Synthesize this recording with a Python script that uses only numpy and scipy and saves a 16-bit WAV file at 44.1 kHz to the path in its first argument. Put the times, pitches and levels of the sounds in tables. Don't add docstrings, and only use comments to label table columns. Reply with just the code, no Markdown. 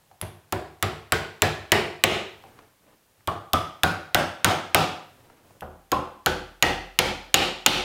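import sys
import numpy as np
from scipy import signal
from scipy.fft import rfft, irfft, next_fast_len
from scipy.io import wavfile
from scipy.ndimage import map_coordinates

SR = 44100
rng = np.random.default_rng(int(sys.argv[2]) if len(sys.argv) > 2 else 0)


def volts(x):
    e = np.asarray(x, float) / 20
    return 10 ** e


def generate_wav(signal):
    frames = np.transpose(np.atleast_2d(signal))
    scaled = np.clip(frames, -1, 1) * 32767
    pcm = np.round(scaled).astype(np.int16)
    wavfile.write(sys.argv[1], SR, pcm)


N = 346089
LONG = 2 ** 15

# ping_hz, width_hz, level_db, slip_s before the wood answers
SETTING = [
    (10930, 1500, 15.5, 0.0074),
    (11900, 510, -4, 0.00105),
    (11860, 460, 22, .01),
]


def unit(x):
    return x / np.sqrt(np.mean(x ** 2) + 1e-20)


def along(points, hz):
    f, v = np.transpose(points)
    return np.interp(np.log(hz + 1), np.log(f + 1), v)


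def filtered(x, response):
    size = 2 * next_fast_len(x.shape[-1])
    spectrum = rfft(x, size) * response(np.fft.rfftfreq(size, 1 / SR))
    return irfft(spectrum)[..., :x.shape[-1]]


def noise(size, spectrum):
    return unit(filtered(rng.standard_normal(size), lambda hz: volts(along(spectrum, hz))))


def fade(t, t60, rise):
    return volts(-60 * t / t60) * (1 - np.exp(-t / rise))


def add(track, s, sound):
    track[round(s * SR):][:len(sound)] += sound


def room(room_db, rise):
    # band_hz, t60_s
    shop_t60 = [(60, 0.54), (200, 0.45), (600, 0.52), (1500, 0.55), (4000, 0.53), (8000, 0.47),
                (15000, 0.34)]
    # band_hz, level_db
    shop_colour = [(60, -33.5), (200, 15), (600, 4), (2000, -1), (5000, -2.5), (9000, -5.5), (15000, -7.5)]
    hz, t, z = signal.stft(rng.standard_normal(LONG), SR, nperseg=256)
    shape = along(shop_colour, hz)[:, None] - 60 * t / along(shop_t60, hz)[:, None]
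    tail = signal.istft(z * volts(shape), SR, nperseg=256)[1][:LONG]
    tail = tail * (1 - np.exp(-np.arange(LONG) / (rise * SR)))
    return volts(room_db) * tail / np.linalg.norm(tail)


def resonance(modes, top_hz):
    f = np.fft.rfftfreq(LONG // 4, 1 / SR)
    power = 0
    for centre, width, db in modes:
        damping = (f * width) ** 2
        peak = damping / ((centre * centre - f * f) ** 2 + damping)
        power = power + volts(2 * db) * peak ** 1.28
    dulled = power / (1 + (f / top_hz) ** 2) ** 2
    cepstrum = irfft(np.log(dulled + 1e-9) / 2)
    cepstrum[1:len(f) - 1] *= 2
    cepstrum[len(f):] = 0
    pulse = irfft(np.exp(rfft(cepstrum)))[:len(f)]
    return pulse / np.linalg.norm(pulse)


def strike(modes, top_hz, t60, rise, room_db):
    grain = 0.3
    contact = rng.standard_normal(LONG) * fade(np.arange(LONG) / SR, t60, rise)
    contact = contact / np.linalg.norm(contact)
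    click = np.arange(LONG) == 0
    sent = grain * contact + np.sqrt(1 - grain ** 2) * click
    echo = signal.fftconvolve(sent[:LONG // 8], room(room_db, rise + 0.0005))[:LONG]
    struck = signal.fftconvolve(contact + echo, resonance(modes, top_hz))
    return struck * np.sqrt(t60 * SR / 120)


def swells(moves):
    t = np.arange(N) / SR
    power = 0
    for s, length, db in moves:
        phase = np.clip((t - s) / length, -.5, .5)
        power = power + volts(2 * db) * np.cos(np.pi * phase) ** 4
    return np.sqrt(power)


def nails():
    # start_s, click_db, knock_db, nail_ring_hz, ring_over_knock_db
    blows = [(0.2137, -9.5, -24, 990, -19), (0.524, -8.5, -14, 760, -26), (.826, -1, -12.5, 1200, -21),
             (1.1214, 3.5, -10, 1466, -3), (1.42, 6.5, -7, 1693, -7.5), (1.719, 8.5, -4, 1875, -7),
             (2.0378, 12, -2, 2130, -12), (3.2741, -10, -13, 1121, -0.5), (3.5331, 0.5, -9.5, 1200, 0),
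             (3.834, 4.5, -6.5, 1447, -3), (4.146, 6.5, -3.5, 1520, -12), (4.4452, 10.5, -1.5, 1326, -29),
             (4.746, 11.5, -0.9, 1290, -17), (5.6079, -23.5, -21.5, 593, -19),
             (5.9174, -5.5, -8.5, 1032, -0.5), (6.261, 3.5, -8.5, 1490, -5.5), (6.625, 8.5, -5, 1894, -3),
             (6.989, 12, -4.5, 2200, -11), (7.342, 16, -2.5, 2800, -13), (7.662, 16.5, -3, 2720, -14)]
    next_nail = [3, 5.4]
    places = np.searchsorted(next_nail, [row[0] for row in blows])
    return zip(blows, places, np.diff(places, prepend=-1) > 0)


def hiss():
    # band_hz, level_db per Hz
    hiss_colour = [(12, -47), (20, -9), (91, 1.5), (966, -5), (2730, -9.5), (5210, -13), (15200, -13.5),
                   (16500, -20.5)]
    return volts(-64) * noise(N, hiss_colour)


def handling(track):
    # start_s, peak_db, pitch_hz, width_hz
    ticks = [(.037, -50, 850, 300), (.102, -52, 550, 200), (.113, -35, 800, 350), (2.424, -46, 3500, 3000),
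             (2.438, -28, 800, 250), (2.589, -32, 1100, 1200), (2.62, -42, 500, 500),
             (2.635, -45, 1300, 1500), (3.18, -52, 480, 300), (3.206, -46, 1300, 900),
             (5.204, -42, 900, 1200), (5.299, -37, 900, 1200), (5.507, -36, 550, 600)]
    # peak_s, length_s, level_db
    sleeves = [
        (0, 0.091, -68),
        (2.52, 0.48, -57),
        (2.65, 0.21, -63.5),
        (2.89, 0.29, -58.5),
        (5.2, 0.47, -63),
        (5.37, 0.9, -59.5),
    ]
    # peak_s, length_s, level_db
    feet = [
        (.11, 0.48, -66),
        (2.48, 0.74, -60),
        (3.22, .2, -65),
        (5.17, 0.55, -60),
        (5.52, .3, -58.5),
    ]
    # band_hz, level_db per Hz
    cloth = [(100, -2), (250, 4), (500, 2.5), (900, -2), (1500, -7), (3000, -13.5), (5000, -21.5),
             (9000, -30)]
    # band_hz, level_db per Hz
    rumble = [(12, -21), (25, -16), (60, -16), (95, 0), (140, -6.5), (300, -33.5)]
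    for s, db, hz, width in ticks:
        modes = [(hz, width, 0), (2500, 4000, -24)]
        add(track, s, volts(db) * strike(modes, 6000, t60=.02, rise=.0005, room_db=-7))
    waver_db = 2.5 * map_coordinates(rng.standard_normal(300), [np.linspace(0, 299, N)])
    brush = noise(N, cloth) * volts(waver_db)
    track[:N] += swells(sleeves) * brush
    track[:N] += swells(feet) * noise(N, rumble)


def steel(track):
    # pitch_hz, width_hz, level_db
    crack = [(2660, 2700, 4), (12200, 14000, -5)]
    # pitch_hz, width_hz, level_db
    head_modes = [(2130, 1600, 6), (3440, 470, 6), (2890, 1400, 7.5)]
    # pitch_hz, width_hz, level_db
    face_modes = [
        [(7460, 700, -3.5), (11200, 440, -5.5), (14580, 800, -4.5)],
        [(5420, 530, -19.5), (9130, 930, 2.5), (13780, 2700, 3)],
        [(6770, 300, 6.5), (8870, 880, -7.5), (12700, 1700, -3.5)],
    ]
    head_rises_hz = [60, 1, 5.2]
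    head_fades = [.05, .45, 0.058]
    face_dulls = [0.36, 0.49, 0.23]
    t60, rise = .009, .0001
    edge_dulls = 0.43
    body, (edge_hz, edge_width, edge_db) = crack
    for (s, db, *_), place, first in nails():
        head_hz, head_width, head_db = head_modes[place]
        head_hz = head_hz + head_rises_hz[place] * db
        head_db = head_db - head_fades[place] * db
        edge = (edge_hz, edge_width, edge_db - edge_dulls * db)
        modes = [body, edge, (head_hz, head_width, head_db)]
        if first:
            modes.append(SETTING[place][:3])
        add(track, s, volts(db) * strike(modes, 19000, t60, rise, room_db=-5.5))
        if not first:
            face_db = db - 5.5 - face_dulls[place] * db
            add(track, s, volts(face_db) * strike(face_modes[place], 22000, t60, rise, room_db=-16))


def wood(track):
    # pitch_hz, width_hz, level_db
    edge_modes = [
        [(215, 39, -5.5), (308, 70, -29), (364.6, 65, -1.5), (441, 6.9, -1), (682, 180, -0.5), (1090, 1800, -6)],
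        [(225, 170, -5), (333, 120, -1.5), (602, 160, -6.5), (762, 150, -0.5), (1200, 640, -8.5)],
        [(214, 55, -8.5), (293, 38, -7.5), (368.3, 12.4, 0), (512, 92, -1.5), (792, 167, 1.5), (1310, 330, -4)],
    ]
    # pitch_hz, level_db, t60_s
    panel = [
        [(70, -18.5, 0.41), (95.6, -1, 0.15), (149, -7, 0.15)],
        [(74, -31.5, .3), (93.4, 6, 0.093), (154.7, 0, 0.096)],
        [(42.6, -18.5, 1), (77.3, -6, 0.35), (129, 7.5, 0.07), (166, 1, 0.092)],
    ]
    thud_db = [-17.5, -19, -23.5]
    low_db = [0.5, -9, 1.5]
    t = np.arange(SR // 2) / SR
    lag_s = 0.00192
    split_hz = 450
    thud_grows, thud_full_db = 0.43, 9
    wet_grows = 0.12
    boom_rise, ring_rise, ring_t60 = .011, .008, .08
    for (s, click_db, knock_db, nail_hz, nail_db), place, first in nails():
        s = s + lag_s + first * SETTING[place][-1]
        modes = [(hz, w, db + low_db[place] * (hz < split_hz)) for hz, w, db in edge_modes[place]]
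        modes.append((nail_hz, 0.26 * nail_hz, -3))
        knock = strike(modes, 3000, t60=.045, rise=.003, room_db=-4 + wet_grows * knock_db)
        add(track, s, volts(knock_db + 4.0) * knock)

        boom = 0
        for hz, db, t60 in panel[place]:
            boom = boom + volts(db) * fade(t, t60, boom_rise) * np.sin(2 * np.pi * hz * t)
        boom_db = thud_db[place] + thud_grows * min(click_db, thud_full_db)

        turn = 2 * np.pi * nail_hz * t
        bend = np.sin(turn) + 0.74 * np.sin(1.07 * turn) + volts(-20) * np.sin(2.6 * turn)
        ring = fade(t, ring_t60, ring_rise) * (1 - np.exp(-t / ring_rise)) * bend

        tones = volts(boom_db) * boom + volts(knock_db + nail_db + 3.5) * ring
        direct = np.arange(LONG) == 0
        add(track, s, signal.fftconvolve(tones, direct + room(-8.5, 0.0052)))


def scene():
    track = np.zeros(N + 2 * SR)
    handling(track)
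    steel(track)
    wood(track)
    return (track[:N] + hiss())[None]


def limiter(x, top_db, attack, release_db):
    over = np.maximum(20 * np.log10(np.abs(x) + 1e-9) - top_db, 0)
    climb = release_db * np.arange(N) / SR
    duck = np.maximum.accumulate(over + climb) - climb
    keep = np.exp(-1 / (attack * SR))
    return x * volts(-signal.lfilter([1 - keep], [1, -keep], duck))


def low_pass(x):
    return signal.sosfilt(signal.butter(12, 17110, fs=SR, output="sos"), x)


def record(dry):
    x = limiter(dry[0], top_db=-1.5, attack=0.0088, release_db=106.5)
    top = .64
    x = x / (1 + np.abs(x / top) ** 4) ** (1 / 4)
    x = signal.sosfilt(signal.cheby2(12, 40, 16400, fs=SR, output="sos"), x)
    return low_pass(x[None])


dry = scene()
out = record(dry)
generate_wav(out)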